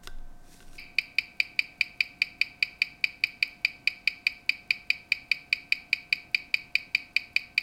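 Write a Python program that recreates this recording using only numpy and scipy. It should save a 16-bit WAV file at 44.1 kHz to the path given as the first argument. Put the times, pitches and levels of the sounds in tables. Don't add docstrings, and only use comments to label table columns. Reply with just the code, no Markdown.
import sys
import numpy as np
from scipy import signal
from scipy.fft import rfft, irfft
from scipy.io import wavfile
from scipy.ndimage import uniform_filter1d

SR = 44100
rng = np.random.default_rng(int(sys.argv[2]) if len(sys.argv) > 2 else 0)


def transcribe(u):
    v = np.clip(np.atleast_2d(u).T, -1, 1)
    q = np.round(v * 32767).astype(np.int16)
    wavfile.write(sys.argv[1], SR, q)


N = 336042

# frequency in Hz, relative level in dB.
AIR_COLOUR = [(20, -0.5), (45, 3.5), (100, -1.5), (160, 0), (290, -1), (420, -10.5), (750, -9), (1100, -14),
              (1800, -19.5), (3000, -25.5), (6000, -27), (9500, -29), (12000, -32.5), (15500, -32)]
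# frequency in Hz, level in dB.
HUM_TONES = [(122.5, -74.5), (279, -74), (500.6, -80), (711, -67.5), (780.6, -83.5), (1276, -89),
             (1545, -72.5)]
# frequency in Hz, seconds to fall 60 dB.
ROOM_DECAY = [(300, 0.21), (1500, 0.6), (2400, 0.43), (3800, 0.51), (4900, 0.35), (7000, 0.32),
              (14000, 0.35)]
# start in seconds, push length in seconds, level in dB.
SUPPORT_NUDGES = [(.011, .16, -33.5), (.614, 0.075, -43)]
# frequency in Hz, relative level in dB.
RUB_COLOUR = [(880, -37), (1500, -9), (1750, -5), (2920, -13), (3540, -5.5), (4350, -4.5), (5720, -5),
              (8710, -7), (15500, -16)]
# firmest moment in seconds, relative level in dB, swell and fade in seconds.
GLOVE_STROKES = [(.036, -54.5, .004, 0.033), (.53, -57.5, 0.056, 0.13), (.75, -61, 0.021, 0.045)]
# centre in Hz, width in Hz, relative level in dB.
STAND_RESONANCES = [(350, 180, 3), (2540, 740, -2), (5700, 320, -1), (8750, 1400, -4.5)]
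# start in seconds, peak in dB, treble cutoff in Hz.
CLAMP_KNOCKS = [(0.0353, -41, 7860), (0.0733, -23, 6750), (0.1859, -49, 7000), (0.604, -42.5, 3600),
                (.627, -45, 6560), (.6815, -48, 5000), (0.732, -44.5, 7000)]
# frequency in Hz, relative level in dB, seconds to fall 60 dB.
CLAMP_MODES = [(77.5, -16, 0.22), (376, -12, 0.058), (1150, -13.5, 0.051), (1370, -8, 0.024),
               (1496, -5, 0.038), (1557, -16, 0.21), (2100, -4, 0.0085), (2780, -4, 0.021),
               (3590, 3, 0.0069), (4950, -3, 0.0076), (5650, -8, .01), (6410, -4, 0.01), (8500, -8, 0.0087),
               (13500, 7, .008)]
# time in seconds, lag behind an even beat in seconds.
BEAT_WANDER = [(0.76, 0.0023), (1.38, 0.0078), (1.59, -0.0002), (1.8, 0.0041), (2.62, -0.0052),
               (2.83, -0.0111), (3.03, -0.003), (3.65, -0.0061), (3.86, 0.0049), (4.48, 0.0136),
               (4.89, 0.0105), (5.1, 0.013), (5.72, 0.005), (5.92, -0.0024), (6.13, -0.0036),
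               (6.34, 0.0014), (6.95, -0.0065), (7.57, -0.0042)]
# centre in Hz, width in Hz, relative level in dB.
STEEL_RESONANCES = [(6500, 1500, -24), (9240, 2400, -14), (11800, 1100, -17), (13700, 1400, -14),
                    (14900, 790, -9.5)]
# centre in Hz, width in Hz, relative level in dB.
BUZZER_RESONANCES = [(493, 300, -31.5), (1463, 198, -15), (2040, 148, -12), (2475, 366, -4.5),
                     (3090, 178, 1.5), (3874, 178, -2.5), (4683, 525, -14.5), (5365, 220, -11.5),
                     (6394, 136, -26), (7603, 340, -25.5), (8715, 300, -28), (11240, 1050, -41.5),
                     (12740, 290, -27), (13740, 556, -51)]
# delay in seconds, relative level in dB.
BUZZER_PATHS = [(0.0, -14.5), (0.001481, 3.5), (0.001966, 4), (0.002191, -0.5), (0.003119, 0.8),
                (0.003229, 1.6), (0.003325, -9), (0.004506, -4.5), (0.006981, -7.5), (0.007804, -11.5),
                (0.0112, -9)]
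# centre in Hz, width in Hz, relative level in dB.
BUZZER_SPILL = [(520, 300, -48.5), (1270, 730, -29.5), (2100, 710, -17.5), (2291, 210, -0.5),
                (2472, 394, -2), (2925, 690, -18), (3950, 630, -20.5), (4627, 870, -12), (4960, 290, -10.5),
                (5320, 510, -26.5), (7250, 5100, -38), (12600, 3800, -40.5)]

FIRST_BEAT_S, BEAT_S, LIMP_S = .765, .2063, .0084
UNLOCK_LEAD_S, DROP_LAG_S, DROP_JITTER_S = .029, .033, .004
EARLY_BEATS, EARLY_S = (13, 17), .0251


def gain_of(db):
    return 10 ** (np.asarray(db) / 20)


def unit_rms(x):
    return x / np.sqrt(np.mean(x ** 2) + 1e-20)


def curve_at(points, hz):
    f, value = np.transpose(points)
    return np.interp(np.log(hz + 1), np.log(f + 1), value)


def add(mix, start_s, sound):
    part = mix[max(round(start_s * SR), 0):][:len(sound)]
    part += sound[:len(part)]


def noise(colour):
    gains = gain_of(curve_at(colour, np.fft.rfftfreq(N, 1 / SR)))
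    return unit_rms(irfft(rfft(rng.standard_normal(N)) * gains, N))


def ring(resonances, size=4096, order=2):
    hz = abs(np.fft.fftfreq(size, 1 / SR))
    power = sum(gain_of(db) ** 2 / (1 + (2 * (hz - f) / width) ** 2) ** order
                for f, width, db in resonances)
    log_gain = np.log(power + 1e-14) / 2
    return np.fft.ifft(np.exp(np.conj(signal.hilbert(log_gain)))).real


def delayed(x, delays_s, gains):
    hz = np.fft.rfftfreq(len(x), 1 / SR)
    comb = gains @ np.exp(-2j * np.pi * np.outer(delays_s, hz))
    return irfft(rfft(x) * comb, len(x))


def room(x, predelay_s=0.0041, build_s=0.0049):
    taps = rng.choice([-1., 1.], SR) * (rng.random(SR) < .2)
    hz, t, bands = signal.stft(taps, SR, nperseg=256)
    decay = gain_of(-60 * t / curve_at(ROOM_DECAY, hz)[:, None])
    tail = signal.istft(bands * decay, SR, nperseg=256)[1]
    tail *= np.clip((np.arange(len(tail)) / SR - predelay_s) / build_s, 0, 1)
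    return signal.fftconvolve(x, tail / np.linalg.norm(tail))[:N]


def room_tone(air_db=-58.5, waver=0.747):
    t = np.arange(N) / SR
    out = gain_of(air_db) * noise(AIR_COLOUR)
    knots = np.linspace(0, t[-1], 150)
    for hz, db in HUM_TONES:
        drift = np.interp(t, knots, np.cumsum(rng.standard_normal(len(knots))))
        phase = 2 * np.pi * hz * t + waver * (hz / 1000) ** 2 * drift
        out += gain_of(db) * np.sqrt(2) * np.sin(phase)
    return out


def support_sway(hz=18.0, settle_s=0.15):
    t, out = np.arange(2 * SR) / SR, np.zeros(N)
    for start, push, db in SUPPORT_NUDGES:
        swing = np.minimum(t / push, 1) * np.exp(-np.maximum(t - push, 0) / settle_s)
        add(out, start, gain_of(db) * swing * np.sqrt(2) * np.sin(2 * np.pi * hz * t))
    return out


def glove(grain_db=-1.5, hiss_db=1.0, slips_per_s=200, slip_db=-3):
    t = np.arange(N) / SR
    grip = unit_rms(uniform_filter1d(rng.standard_normal(N), size=130))
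    hiss = unit_rms(noise(RUB_COLOUR) * gain_of(grain_db * grip))
    slips = (rng.random(N) < slips_per_s / SR) * rng.standard_normal(N)
    taps = unit_rms(signal.oaconvolve(slips, ring(STAND_RESONANCES))[:N])
    strokes = sum(gain_of(db) * np.exp(-np.maximum((firmest - t) / swell, (t - firmest) / fade))
                  for firmest, db, swell, fade in GLOVE_STROKES)
    return strokes * (gain_of(hiss_db) * hiss + gain_of(slip_db) * taps)


def clamp(crack_gain=0.98, crack_s=0.0026, room_db=-18):
    t, out = np.arange(8192) / SR, np.zeros(N)
    for start, peak_db, cutoff_hz in CLAMP_KNOCKS:
        body = sum(gain_of(db - 60 * t / t60) * np.sin(2 * np.pi * (hz * t + rng.random()))
                   for hz, db, t60 in CLAMP_MODES)
        crack = crack_gain * np.exp(-t / crack_s) * rng.standard_normal(len(t))
        knock = signal.sosfilt(signal.butter(2, cutoff_hz, fs=SR, output="sos"), body + crack)
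        add(out, start, gain_of(peak_db) * knock / abs(knock).max())
    return out + gain_of(room_db) * room(out)


def beat_times():
    even = np.arange(FIRST_BEAT_S, N / SR, BEAT_S)
    limp = LIMP_S * (np.arange(len(even)) % 2)
    return even + limp + np.interp(even, *np.transpose(BEAT_WANDER))


def escapement(unlock_db=-61, drop_db=-53.5, spread_db=3, chatter_s=0.00095, settle_s=0.006, room_db=-9):
    t, clicks = np.arange(1024) / SR, np.zeros(N)
    envelope = np.exp(-t / chatter_s) + 0.15 * np.exp(-t / settle_s)
    for beat in beat_times():
        unlock, drop = envelope * rng.standard_normal((2, len(t)))
        lag, force = rng.standard_normal(2)
        add(clicks, beat - UNLOCK_LEAD_S, gain_of(unlock_db) * unlock)
        add(clicks, beat + DROP_LAG_S + DROP_JITTER_S * lag, gain_of(drop_db + spread_db * force) * drop)
    steel = ring(STEEL_RESONANCES)
    ticks = signal.oaconvolve(clicks, steel / np.linalg.norm(steel))[:N]
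    return ticks + gain_of(room_db) * room(ticks)


def buzzer(pulses=3, drive_hz=2360.7, peak_db=-8, low_cut_hz=300, room_db=-16):
    pip = delayed(ring(BUZZER_RESONANCES), np.arange(pulses) / drive_hz, np.ones(pulses))
    low_cut = signal.butter(2, low_cut_hz, "high", fs=SR, output="sos")
    path_s, path_db = np.transpose(BUZZER_PATHS)
    pip = delayed(signal.sosfilt(low_cut, pip), path_s, gain_of(path_db))
    pip *= gain_of(peak_db) / abs(pip).max()
    spill = unit_rms(ring(BUZZER_SPILL, order=4)) * pip.std()
    close, room_send = np.zeros((2, N))
    for number, beat in enumerate(beat_times()):
        start = beat - EARLY_S * (number in EARLY_BEATS)
        add(close, start, pip)
        add(room_send, start, spill)
    turn = np.linspace(0, np.pi, N)
    crossfades = np.maximum(np.cos(turn), 0), np.sin(turn), np.maximum(-np.cos(turn), 0)
    return close + gain_of(room_db) * sum(fade * room(room_send) for fade in crossfades)


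def scene(jump_s=.78, crossfade_s=.006):
    jump = np.clip((np.arange(N) / SR - jump_s) / crossfade_s, 0, 1)
    handling = clamp() + glove()
    testing = buzzer() + escapement()
    return ((1 - jump) * handling + jump * testing + support_sway() + room_tone())[None]


def record(dry, cutoff_hz=16000):
    high_cut = signal.firwin(511, cutoff_hz, window=("kaiser", 9), fs=SR)
    return signal.oaconvolve(dry, high_cut[None], "same")


dry = scene()
out = record(dry)
transcribe(out)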